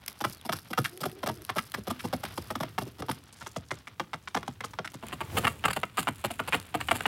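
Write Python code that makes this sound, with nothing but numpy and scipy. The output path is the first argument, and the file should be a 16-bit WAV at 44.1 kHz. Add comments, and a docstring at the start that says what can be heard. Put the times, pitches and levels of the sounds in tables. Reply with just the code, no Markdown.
"""Dry rice crunches and a thin pan knocks as hens peck from a wide plastic pan in a backyard, heard from close above.
Each beak drives through the grains and jolts the pan, whose bending waves arrive treble first and end in a low thud.
Kicked grains patter down and loose rice slides back, both as ticking noise; straw and feathers rustle as birds jostle.
One hen murmurs a hoarse gliding tone and a distant bird peeps twice, over a quiet outdoor rumble of shaped noise."""
import sys
import numpy as np
from scipy import signal
from scipy.fft import rfft, irfft, next_fast_len
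from scipy.io import wavfile
from scipy.ndimage import uniform_filter1d

SR = 44100
rng = np.random.default_rng(int(sys.argv[2]) if len(sys.argv) > 2 else 0)


def materialize(psi):
    """Save the field psi as 16-bit PCM at rate SR to the path in sys.argv[1].

    A 1-D psi becomes a single channel; in a 2-D psi each row is a channel.
    """
    bounded = np.clip(np.atleast_2d(psi).T, -1, 1)
    quanta = np.round(bounded * 32767).astype(np.int16)
    wavfile.write(sys.argv[1], SR, quanta)


N = 311768
PECK_SIZE = 8192   # samples in the sound of one peck
TIME = np.arange(N) / SR
PECK_TIME = np.arange(PECK_SIZE) / SR
PECK_HZ = np.maximum(np.arange(PECK_SIZE // 2 + 1) * SR / PECK_SIZE, 1)

# Open-air rumble. Each row: frequency in Hz, level in dB per Hz.
YARD_COLOUR = [(35, -36), (80, 6.5), (300, -15), (1200, -22), (15000, -54)]
# Peeps of a distant bird. Each row: start in seconds, length in seconds, starting pitch in Hz, final pitch in Hz.
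BIRD_PEEPS = [(0.37, .022, 4050, 4650), (0.383, .028, 4020, 3640)]
# A hen's murmur. Each row: start in seconds, length in seconds, pitch aimed at in Hz, starting level in dB.
HEN_MURMURS = [(0.898, 0.57, 448, -48.5)]
# Breathy rasp in the murmur. Each row: frequency in Hz, level in dB per Hz.
RASP_COLOUR = [(200, -25), (330, 6), (560, -6), (900, -23), (3000, -60)]
# Feet and bodies of the flock moving about. Each row: time in seconds, level in dB.
FLOCK_STIR = [(0, -63), (.9, -59), (2.6, -51), (3.3, -60), (4.9, -55), (5.3, -48.5), (5.8, -55.5),
              (7.07, -49.5)]
# Shuffling feet. Each row: frequency in Hz, level in dB per Hz.
FEET_COLOUR = [(35, -51), (62, 7), (110, 9.5), (190, -2.5), (450, -11.5), (800, -27)]
# Rustling straw and feathers. Each row: frequency in Hz, level in dB per Hz.
STRAW_COLOUR = [(200, 9.5), (450, 0.5), (1300, 4.5), (2000, 0.5), (3500, 0), (6300, -13), (9000, -72)]
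# Scuffle after the shove. Each row: frequency in Hz, level in dB per Hz.
SCUFFLE_COLOUR = [(60, -6), (400, 0), (900, -6), (3000, -21), (7000, -36)]
# A trickle of loose rice that swells and thins. Each row: time in seconds, level in dB before the trickle trim.
RICE_TRICKLE = [(0.0, -59), (0.47, -60), (2.15, -61), (2.91, -66.5), (3.37, -63), (4.23, -72), (4.98, -73),
                (5.3, -58), (6.61, -58.5), (7.07, -45)]
# A beak raking through the rice. Each row: middle in seconds, length in seconds, peak level in dB of moving rice.
BEAK_RAKES = [(0.308, 0.11, -53), (0.564, 0.071, -49), (2.03, .2, -63), (2.4, 0.28, -58),
              (3.384, 0.18, -57.5), (3.785, 0.065, -62), (5.088, 0.077, -50.5), (6.948, .1, -48)]
# Flicked grains hitting the pan. Each row: time in seconds, level in dB as energy spread over 10 ms.
FLICKED_GRAINS = [(0.062, -44), (0.298, -45.5), (0.413, -50.5), (0.566, -48), (0.588, -45), (0.975, -45.5),
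                  (1.116, -50), (1.42, -49), (1.45, -43), (1.719, -43), (4.919, -54), (4.942, -51),
                  (5.801, -50), (6.158, -52), (6.6, -45)]
# Tone of a flicked grain on the pan. Each row: frequency in Hz, gain in dB.
FLICK_COLOUR = [(600, -16), (1500, -5), (3000, 0), (4500, -2), (6000, -5), (7500, -12), (9500, 1),
                (11500, 2), (13500, -7), (16000, -12)]
# Rice under the far hens. Each row: frequency in Hz, level in dB per Hz.
FAR_RICE_COLOUR = [(2000, -30), (5000, 5), (6500, -4.5), (7500, -4), (9500, -0.5), (11700, 1.5),
                   (13000, -2.5), (14500, -7), (16000, -11)]
# Duller rice. Each row: frequency in Hz, level in dB per Hz.
DULL_RICE_COLOUR = [(2000, -22), (5000, 3.5), (7500, 0), (11000, -3), (16000, -19)]
# Rice crunched by the nearest hen. Each row: frequency in Hz, level in dB per Hz.
NEAR_CRUNCH_COLOUR = [(2000, -4), (4600, 0), (5800, -17.5), (7200, -1.5), (9200, 0), (11500, -1),
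                      (12800, -7.5), (16000, -13)]
# Loose rice near the listener. Each row: frequency in Hz, level in dB per Hz.
NEAR_LOOSE_COLOUR = [(1200, -20), (2500, 6), (4600, -6), (5800, -12), (7200, 1.5), (9200, 1.5),
                     (11500, -1.5), (12800, -5), (16000, -9)]
# Click of the far beaks. Each row: frequency in Hz, gain in dB.
FAR_BEAK_COLOUR = [(1000, -8), (1800, -6), (2500, -5.5), (3200, 0), (4000, -5.5), (4600, -12), (5500, -6.5),
                   (6500, -20), (9000, -35.5)]
# Click once the nearest hen joins. Each row: frequency in Hz, gain in dB.
NEAR_BEAK_COLOUR = [(1000, -8), (1800, 0), (2950, 5.5), (3600, -7.5), (4700, -16.5), (5700, -16.5),
                    (9000, -21)]
# Resonances of the pan. Each row: frequency in Hz, width in Hz, lift in dB.
PAN_RESONANCES = [(181, 64, -1), (740, 120, 2), (1270, 150, 3.5), (2140, 500, 5), (2763, 99, 6.5),
                  (3430, 120, 2.5)]
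# The pecks. Each row: start in seconds, contact length in seconds, knock level in dB as energy spread over 10 ms,
# weight behind it in dB, depth of rice in dB (both against a usual peck), ring of the struck spot in Hz.
HEN_PECKS = [(0.0798, 0.0021, -49.5, -15, 28.5, 2450), (0.2054, 0.012, -33, 0.5, 4.5, 880),
             (0.2407, 0.011, -24.5, -2.0, -1, 1300), (0.451, 0.014, -41.5, 7.0, 11, 910),
             (0.4914, 0.0069, -27.0, -3, -5, 676), (0.5213, 0.012, -31, -1, 10.5, 1400),
             (0.704, 0.0097, -41.5, 10.5, 8.5, 520), (0.732, 0.0044, -32.5, -9.0, 0.5, 1460),
             (0.7762, 0.012, -22.5, 3.5, 0.0, 1330), (0.8437, 0.016, -30.5, -19, 7.5, 1600),
             (1.0056, 0.015, -41.5, 8.0, 16.0, 530), (1.0338, 0.0073, -31.0, -2, 0, 1260),
             (1.054, 0.01, -31.0, 4.5, 3, 680), (1.231, 0.0094, -30.5, -0.5, -2.5, 617),
             (1.2617, 0.014, -28.5, 0, 3.5, 520), (1.287, 0.012, -30.0, 2.0, 0, 875),
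             (1.4922, 0.0098, -29.0, -5.5, -2.5, 1130), (1.5591, 0.016, -30.5, 2.5, 2, 720),
             (1.581, 0.011, -27, -13, 2.5, 1310), (1.7401, 0.0095, -31.0, -4, 4.0, 1630),
             (1.773, 0.014, -43.5, 13.5, 3.0, 550), (1.87, 0.012, -33.5, 6.0, 3.5, 540),
             (1.902, 0.0097, -31.5, 5.5, 5, 1140), (1.993, 0.016, -41.5, -26, 6.5, 1430),
             (2.039, 0.017, -34.5, 10.5, 3.5, 950), (2.128, 0.015, -28.0, 4.0, 1.5, 740),
             (2.234, 0.0085, -34.0, -1.0, 4.5, 680), (2.251, 0.0041, -40.5, -13, 9, 1050),
             (2.3762, 0.0057, -33.5, 4.5, 5, 990), (2.504, 0.0098, -31.5, -0.5, 0.5, 720),
             (2.5538, 0.0043, -32.0, 1.5, -0.5, 1190), (2.603, 0.0093, -31.5, 4.0, 1, 815),
             (2.6298, 0.0063, -31.5, -3.5, -1.5, 616), (2.78, 0.0099, -26.5, -2.5, -1, 860),
             (2.814, 0.013, -38.5, 9, 5.5, 550), (2.864, 0.015, -49.5, 16, 3.0, 2360),
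             (2.985, 0.021, -42.5, 11.5, 7.5, 1850), (3.0227, 0.0042, -35, 2.0, -6.5, 524),
             (3.085, 0.015, -28.5, 3.5, -1.0, 1000), (3.1122, 0.0037, -38.5, -8, 12, 1340),
             (3.41, 0.016, -41.5, -3.5, 2.0, 1530), (3.4624, 0.013, -40.0, -2.5, 9, 1150),
             (3.562, 0.0091, -33.5, 4.5, 3.0, 800), (3.7076, 0.011, -30.0, -1.5, -1.5, 2120),
             (3.872, 0.0098, -41.5, -10, -0.5, 2180), (3.9976, 0.0066, -28.5, -3.5, -7.5, 1010),
             (4.1331, 0.011, -31.5, -6.5, -7.5, 900), (4.275, 0.0097, -37, -13.5, -2.5, 1210),
             (4.3463, 0.0059, -26.5, -3.0, -0.5, 850), (4.3647, 0.011, -27.5, -2.5, -6, 520),
             (4.43, 0.0063, -41.5, -6, -6.0, 1240), (4.4788, 0.0038, -33.5, 3.5, -2, 880),
             (4.6058, 0.008, -37, -6, 0, 2030), (4.6385, 0.012, -34.5, -2, 5.0, 1170),
             (4.735, 0.006, -43.5, -7, -3, 940), (4.788, 0.0086, -30.0, -3, -22, 570),
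             (4.846, 0.014, -37, -8.0, 2.0, 1600), (4.8755, 0.0035, -41, -22, -1, 1760),
             (4.936, 0.015, -44.0, 9, 7, 2110), (5.027, 0.015, -39, 4.5, -5.0, 940),
             (5.122, 0.018, -34, -0.5, 2.5, 3050), (5.2064, 0.013, -30.0, -3.5, -1.5, 1070),
             (5.37, 0.015, -24.5, 1, 8.5, 3100), (5.434, 0.0084, -34.5, 6.0, 0, 1760),
             (5.446, 0.0085, -24.0, -7, -2.0, 3000), (5.4694, 0.011, -21.5, -10.5, -1.5, 1200),
             (5.64, 0.0092, -27.5, -5, -12.0, 3000), (5.6512, 0.0079, -21.0, -5, 1.5, 1310),
             (5.681, 0.0059, -27, -2.5, 0, 1200), (5.7007, 0.012, -30.5, -5, 4.5, 1590),
             (5.731, 0.0039, -40.5, -14, 17.5, 1480), (5.763, 0.0089, -28.0, -2.5, 2, 694),
             (5.8329, 0.0048, -26.0, -9.5, -14, 577), (5.972, 0.023, -24.5, -3.5, 6.5, 1240),
             (6.0276, 0.0048, -47, 0.0, 20, 1340), (6.072, 0.016, -23.0, -3, -3.5, 1210),
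             (6.2408, 0.015, -26.0, -1.5, 5.5, 610), (6.3037, 0.011, -34.5, -1.5, 7, 674),
             (6.394, 0.0085, -27.0, -4, -4.5, 1340), (6.476, 0.013, -33.0, -5, 6.5, 940),
             (6.5244, 0.012, -24, -10, -4.5, 2470), (6.5396, 0.011, -23.0, -3.5, 0.5, 2960),
             (6.7426, 0.012, -25.0, -1, -1.5, 760), (6.804, 0.012, -33.0, -12, 5, 990),
             (6.8858, 0.0057, -28, -9.0, -7, 2950), (6.9114, 0.008, -19.5, -7.5, -1.5, 740),
             (6.9454, 0.018, -36.0, 1.5, 14.0, 1580), (7.007, 0.004, -32.0, -8, -2, 1500),
             (7.056, 0.0099, -22, -4, -5.5, 2870)]

DULL_FROM_S, NEAR_FROM_S = 3.2, 5.0   # the rice sounds duller; then the nearest hen, close below us, joins in

YARD_DB, PEEP_DB = -64, -56
MURMUR_ATTACK_S, MURMUR_RELEASE_S, MURMUR_FADE_DB_PER_S = 0.029, 0.053, 8
MURMUR_SCOOP_HZ, MURMUR_SCOOP_S, MURMUR_SAG_HZ_PER_S = 130, .09, 250   # scoops up, then sinks
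FLICK_T60_S = 0.0073

TRICKLE_TRIM_DB = -5.5
SPILL_DB, SPILL_FALL_DB_PER_S = -15.5, 214   # rice sliding back after a peck, against its crunch
STRAW_DB, STRAW_SHARE = 4, 0.52   # the rustle follows the rice by this share, the feet by the rest
SHIELDED_DB = -3   # the nearest hen's body screens the top of the rustle
# One hen shoves in against the pan: a bump, then a scuffle as the others give way.
SHOVE_S, SHOVE_DB, SHOVE_RISE_DB_PER_S, SHOVE_FALL_DB_PER_S = 5.37, -32.5, 230, 350
SCUFFLE_DB, SCUFFLE_FALL_DB_PER_S = -37, 102

THUD_DB, CLICK_DB, CRUNCH_DB = -3.5, -7.5, -12.8   # of a usual peck, against its knock
KICKED_DB = -13.5   # grains that a peck throws up, against its crunch
CLICK_SHARE = 0.51   # grains cracking under the beak add this share of the rice's depth to the click
LIGHT_CLICK_SHARE = 0.064   # a light, quick peck clicks more, by this share of the weight it lacks
KNOCK_HZ, KNOCK_OCTAVES_PER_DB = 994, -0.04   # heavier pecks knock lower
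STIFF_CLICK_DB, STIFF_PULL = .8, .04   # per octave of spot pitch: louder click in dB, higher knock in octaves
SPOT_LIFT_DB, SPOT_WIDTH_HZ = 7.5, 330   # the struck spot rings at its own pitch

CUTOFF_HZ = 15850


def from_db(db):
    """Decibels to gain."""
    return 10 ** (np.asarray(db) / 20)


def rms_one(x):
    """Scale to an rms of 1."""
    return x / np.sqrt(np.mean(x ** 2) + 1e-20)


def level_curve(rows):
    """Level in dB at every sample, in straight lines between the rows."""
    s, db = np.transpose(rows)
    return np.interp(TIME, s, db)


def gain_at(points, hz):
    """Gain of a spectrum at the given frequencies."""
    f, db = np.transpose(points)
    return from_db(np.interp(np.log(np.maximum(hz, 1)), np.log(f), db))


def coloured(x, points):
    """A long sound shaped by a spectrum; rms 1."""
    size = next_fast_len(N)
    hz = np.arange(size // 2 + 1) * SR / size
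    return rms_one(irfft(rfft(x, size) * gain_at(points, hz), size)[:N])


def hiss_coloured(points):
    """Steady noise shaped by a spectrum; rms 1."""
    return coloured(rng.standard_normal(N), points)


def drift(rate):
    """Slow chance: random values of spread 1, drawn at this rate per second and joined by lines."""
    knots = rng.standard_normal(int(N / SR * rate) + 2)
    return np.interp(TIME * rate, np.arange(len(knots)), knots)


def swell(s, rise_db_per_s, fall_db_per_s):
    """Gain that rises to 1 at time s and dies away."""
    drop_db = np.maximum((s - TIME) * rise_db_per_s, (TIME - s) * fall_db_per_s)
    return from_db(-np.clip(drop_db, 0, 200))


def add(out, s, sound):
    """Mix a sound in from time s."""
    at = max(round(s * SR), 0)
    out[at:at + len(sound)] += sound[:max(N - at, 0)]


def causal(gain):
    """Minimum-phase response with this gain: nothing sounds before the blow."""
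    cepstrum = irfft(np.log(gain + 1e-5))
    cepstrum[1:PECK_SIZE // 2] *= 2
    cepstrum[PECK_SIZE // 2 + 1:] = 0
    return np.exp(rfft(cepstrum))


def passband(low_hz, high_hz, order):
    """Gain of a smooth band-pass."""
    below = 1 + (low_hz / PECK_HZ) ** (2 * order)
    above = 1 + (PECK_HZ / high_hz) ** (2 * order)
    return (below * above) ** -.5


def resonance_db(hz, width_hz, lift_db):
    """Lift in dB of a resonance, halved at half its width from the centre."""
    return lift_db / (1 + (2 * (PECK_HZ - hz) / width_hz) ** 2)


def shading(spread_db):
    """A chance colour for each spot and beak: random peaks and dips a fifth of an octave apart."""
    return from_db(spread_db * np.interp(5 * np.log2(PECK_HZ), np.arange(75), rng.standard_normal(75)))


def burst(spectrum, db):
    """The waveform of a spectrum, dying out at its end, with the energy of 10 ms at this level."""
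    fade = np.interp(np.arange(PECK_SIZE) / PECK_SIZE, [.7, .92], [1, 0])
    wave = irfft(spectrum) * fade
    return from_db(db) * wave * np.sqrt(SR / 100 / (np.sum(wave ** 2) + 1e-20))


def outdoor_rumble():
    """The quiet yard: steady noise weighted to the lows."""
    return from_db(YARD_DB) * hiss_coloured(YARD_COLOUR)


def bird_peeps():
    """A small bird far off: faint sine tones gliding from one pitch to another."""
    out = np.zeros(N)
    for s, length, start_hz, end_hz in BIRD_PEEPS:
        hz = np.linspace(start_hz, end_hz, int(length * SR))
        tone = np.sin(2 * np.pi * np.cumsum(hz) / SR)
        add(out, s, from_db(PEEP_DB) * np.hanning(len(hz)) * tone)
    return out


def hen_murmur():
    """A hen's soft voice: a hoarse, unsteady tone with traces of its overtone and a breathy rasp."""
    out = np.zeros(N)
    waver = 1 + .045 * drift(120)
    hoarse = from_db(3 * drift(70))
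    rasp = from_db(-7) * hiss_coloured(RASP_COLOUR)
    for s, length, aim_hz, db in HEN_MURMURS:
        age = np.clip(TIME - s, 0, length)
        envelope = np.minimum(1, np.minimum(age / MURMUR_ATTACK_S, (length - age) / MURMUR_RELEASE_S))
        scoop = MURMUR_SCOOP_HZ * np.exp(-age / MURMUR_SCOOP_S)
        hz = (aim_hz - MURMUR_SAG_HZ_PER_S * age - scoop) * waver
        phase = 2 * np.pi * np.cumsum(hz) / SR
        voice = np.sin(phase) + 0.2 * np.sin(2 * phase) + rasp
        out += envelope * from_db(db - MURMUR_FADE_DB_PER_S * age) * hoarse * voice
    return out


def grainy(per_s, spread_db, hiss):
    """Random ticks of uneven size over a fine hiss, coming in clumps a few milliseconds long."""
    sizes = from_db(spread_db * np.minimum(rng.exponential(1, N), 2)) * rng.choice([-1, 1], N)
    ticks = rms_one(sizes * (rng.random(N) < per_s / SR)) + hiss * rng.standard_normal(N)
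    return ticks * from_db(spread_db * np.clip(drift(260), -2, 2))


def lone_ticks(per_s, t60):
    """Many times a second, at random, a faint grain rolls over and rattles for a moment; rms 1."""
    flicks = (rng.random(N) < per_s / SR) * rng.uniform(.4, 1, N) ** 2
    dying = signal.lfilter([1], [1, -from_db(-60 / (t60 * SR))], flicks + 1e-18)
    return rms_one(dying * rng.standard_normal(N))


def screened(x):
    """Straw sounds duller once the nearest hen stands over it: her body holds back the treble."""
    dull = signal.sosfiltfilt(signal.butter(3, 3600, fs=SR, output="sos"), x)
    return np.where(TIME > NEAR_FROM_S, from_db(SHIELDED_DB) * (x - dull) + dull, x)


def rice_toned(x):
    """Grain ticks take the colour of the far rice, duller for a while, then that of the near rice."""
    near, dull, far = [coloured(x, c) for c in (NEAR_LOOSE_COLOUR, DULL_RICE_COLOUR, FAR_RICE_COLOUR)]
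    return np.select([TIME > NEAR_FROM_S, TIME > DULL_FROM_S], [near, dull], far)


def sliding_level():
    """Moving rice in dB: a trickle that swells and thins, the rakes, and a spill that settles after every peck."""
    power = from_db(level_curve(RICE_TRICKLE) + TRICKLE_TRIM_DB) ** 2
    age = np.arange(PECK_SIZE * 2) / SR
    for s, length, knock_db, _, depth_db, _ in HEN_PECKS:
        spill_db = knock_db + CRUNCH_DB + depth_db + SPILL_DB - SPILL_FALL_DB_PER_S * age
        add(power, s + length, from_db(spill_db) ** 2)
    for s, length, db in BEAK_RAKES:
        power += from_db(db) ** 2 * np.exp(-(2 * np.sqrt(2) * (TIME - s) / length) ** 2)
    return 10 * np.log10(power)


def flock():
    """Feet shuffle; straw and feathers rustle with the bustle that moves the loose rice; one hen shoves in."""
    feet_db = level_curve(FLOCK_STIR)
    rice_db = sliding_level()
    straw_db = STRAW_DB + STRAW_SHARE * rice_db + (1 - STRAW_SHARE) * feet_db
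    feet = hiss_coloured(FEET_COLOUR) * from_db(2 * drift(25))
    straw = coloured(grainy(per_s=1500, spread_db=3, hiss=.6), STRAW_COLOUR)
    straw = screened(straw) * from_db(3 * drift(30))
    rice = rice_toned(grainy(per_s=2000, spread_db=4.5, hiss=.2)) * from_db(4.5 * drift(45))
    rolling = rice_toned(lone_ticks(per_s=28, t60=0.01))
    stirring = feet * from_db(feet_db) + straw * from_db(straw_db)
    loose_rice = rice * from_db(rice_db - 2.5) + rolling * from_db(rice_db - 1)
    bump_gain = from_db(SHOVE_DB) * swell(SHOVE_S, SHOVE_RISE_DB_PER_S, SHOVE_FALL_DB_PER_S)
    scuffle_gain = from_db(SCUFFLE_DB) * swell(SHOVE_S, SHOVE_RISE_DB_PER_S, SCUFFLE_FALL_DB_PER_S)
    scuffle = coloured(grainy(per_s=700, spread_db=3, hiss=.5), SCUFFLE_COLOUR) * from_db(2.5 * drift(90))
    shove = np.maximum(bump_gain, scuffle_gain) * (feet + scuffle)
    return stirring + loose_rice + shove


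def flicked_grains():
    """Single grains hit the pan with a short dying rattle, each with a colour of its own."""
    out = np.zeros(N)
    dying = from_db(-60 * PECK_TIME / FLICK_T60_S)
    for s, db in FLICKED_GRAINS:
        rattle = rfft(rng.standard_normal(PECK_SIZE) * dying)
        colour = causal(gain_at(FLICK_COLOUR, PECK_HZ) * shading(spread_db=2.0))
        add(out, s, burst(rattle * colour, db))
    return out


def contacts(length, per_s, spread_db, first):
    """Spectrum of a peck's force: a first touch, then uneven jolts that grow as the beak drives in."""
    born = (rng.random(PECK_SIZE) < per_s / SR) & (PECK_TIME < length)
    sizes = from_db(spread_db * np.clip(rng.standard_normal(PECK_SIZE), -2, 2)) * rng.choice([-1, 1], PECK_SIZE)
    force = born * sizes * (1 + PECK_TIME / length) / 2
    force[0] = first
    force[int(length * rng.uniform(.3, .6) * SR)] += 1.5   # the beak meets the bottom
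    return rfft(force)


def evened(force):
    """A force spectrum with its broad chance peaks and dips mostly levelled, so that the pan sets the colour."""
    power = uniform_filter1d(np.abs(force) ** 2, size=71)
    return force * causal((power / power.mean()) ** -.4)


def scatter(db, t60, per_s):
    """Response of a direct sound followed by a dying swarm of small copies."""
    born = (rng.random(PECK_SIZE) < per_s / SR) * (PECK_TIME > .002)
    swarm = born * rng.standard_normal(PECK_SIZE) * from_db(-60 * PECK_TIME / t60)
    return 1 + from_db(db) * rfft(swarm) / np.sqrt(np.sum(swarm ** 2) + 1e-12)


def bending(echo_db, loss_hz):
    """Bending waves travel with the root of frequency: the lows come late, later still back from the rim."""
    lag = .016 * rng.uniform(.7, 1.2) * np.sqrt(200 / np.minimum(PECK_HZ, 900))   # seconds
    # phase is the running sum of delay over frequency
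    direct, travel = [2 * np.pi * np.cumsum(d) * SR / PECK_SIZE for d in (lag - lag[-1], lag)]
    detours = rng.uniform([.15, .3, .6, 1.3], [.3, .6, 1.3, 2.2])   # rim paths, against the direct one
    echoes = sum(np.exp(-d * (1j * travel + PECK_HZ / loss_hz)) * rng.choice([-1, 1]) for d in detours)
    return np.exp(-1j * direct) * (1 + from_db(echo_db) * echoes)


def patter(count, mean_s):
    """Spectrum of a few kicked grains landing one after another, each with a short rattle."""
    landings = np.zeros(PECK_SIZE)
    at = np.clip(rng.gamma(2, mean_s / 2, count) * SR, 0, PECK_SIZE * .9).astype(int)
    landings[at] = rng.standard_normal(count)
    rattle = rng.standard_normal(PECK_SIZE) * from_db(-60 * PECK_TIME / .006)
    return rfft(landings) * rfft(rattle)


def rice_crunch(length, crunch_db, colour):
    """Grains crack and grind under the beak, and a few fly up and patter down."""
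    rice = causal(gain_at(colour, PECK_HZ) * shading(2.5))
    grains = contacts(length * 1.25, per_s=1100, spread_db=6.0, first=.8)
    crunch = burst(grains * rice * scatter(db=-9, t60=.025, per_s=1200), crunch_db)
    kicked = burst(patter(count=5, mean_s=.05) * rice, crunch_db + KICKED_DB)
    return crunch + kicked


def pecking():
    """Every peck drives the pan (thud and knock), clicks the beak, crunches the rice and kicks up grains."""
    out = np.zeros(N)
    body = from_db(sum(resonance_db(*row) for row in PAN_RESONANCES))
    thud = causal(body * passband(low_hz=99.0, high_hz=433, order=4) * (1 + (PECK_HZ / 230) ** 2) ** -.5)
    for s, length, knock_db, weight_db, depth_db, spot_hz in HEN_PECKS:
        stiffness = np.log2(spot_hz / KNOCK_HZ)   # a stiffer spot rings higher; octaves
        thud_db = knock_db + THUD_DB + weight_db
        click_db = knock_db + CLICK_DB + CLICK_SHARE * max(depth_db, 0)
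        click_db += STIFF_CLICK_DB * stiffness - LIGHT_CLICK_SHARE * weight_db
        crunch_db = knock_db + CRUNCH_DB + depth_db
        pitch = KNOCK_HZ * 2 ** (KNOCK_OCTAVES_PER_DB * weight_db + STIFF_PULL * stiffness)
        if s > NEAR_FROM_S:
            beak_colour, rice_colour = NEAR_BEAK_COLOUR, NEAR_CRUNCH_COLOUR
        else:
            beak_colour = FAR_BEAK_COLOUR
            rice_colour = DULL_RICE_COLOUR if s > DULL_FROM_S else FAR_RICE_COLOUR
        spot = body * from_db(resonance_db(spot_hz, SPOT_WIDTH_HZ, SPOT_LIFT_DB))
        beak = causal(spot * gain_at(beak_colour, PECK_HZ) * shading(1.5))
        knock = causal(spot * passband(low_hz=pitch * .52, high_hz=pitch * 1.5, order=3))
        # deep rice cushions the first touch; on the bare pan it is a harder jolt
        first = from_db(np.clip(.6 * (knock_db - crunch_db - 13), -4, 6))
        force = evened(contacts(length, per_s=900, spread_db=3.5, first=first))
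        flex = force * bending(echo_db=-10, loss_hz=2200)
        low = burst(flex * thud * scatter(db=-14.0, t60=0.42, per_s=540), thud_db)
        mid = burst(flex * knock * scatter(db=-16, t60=.19, per_s=2500), knock_db)
        high = burst(flex * beak * scatter(db=-12, t60=.14, per_s=1000), click_db)
        add(out, s, low + mid + high + rice_crunch(length, crunch_db, rice_colour))
    return out


def scene():
    """Pecks, grains, flock and voices in the open air, as one channel."""
    background = outdoor_rumble() + bird_peeps() + hen_murmur()
    return (background + flock() + flicked_grains() + pecking())[None]


def record(dry):
    """The small microphone drops the deep bass; the top is cut."""
    thin = signal.sosfilt(signal.butter(5, 48, "high", fs=SR, output="sos"), dry)
    return signal.sosfilt(signal.ellip(10, .2, 80, CUTOFF_HZ, fs=SR, output="sos"), thin)


dry = scene()
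out = record(dry)
materialize(out)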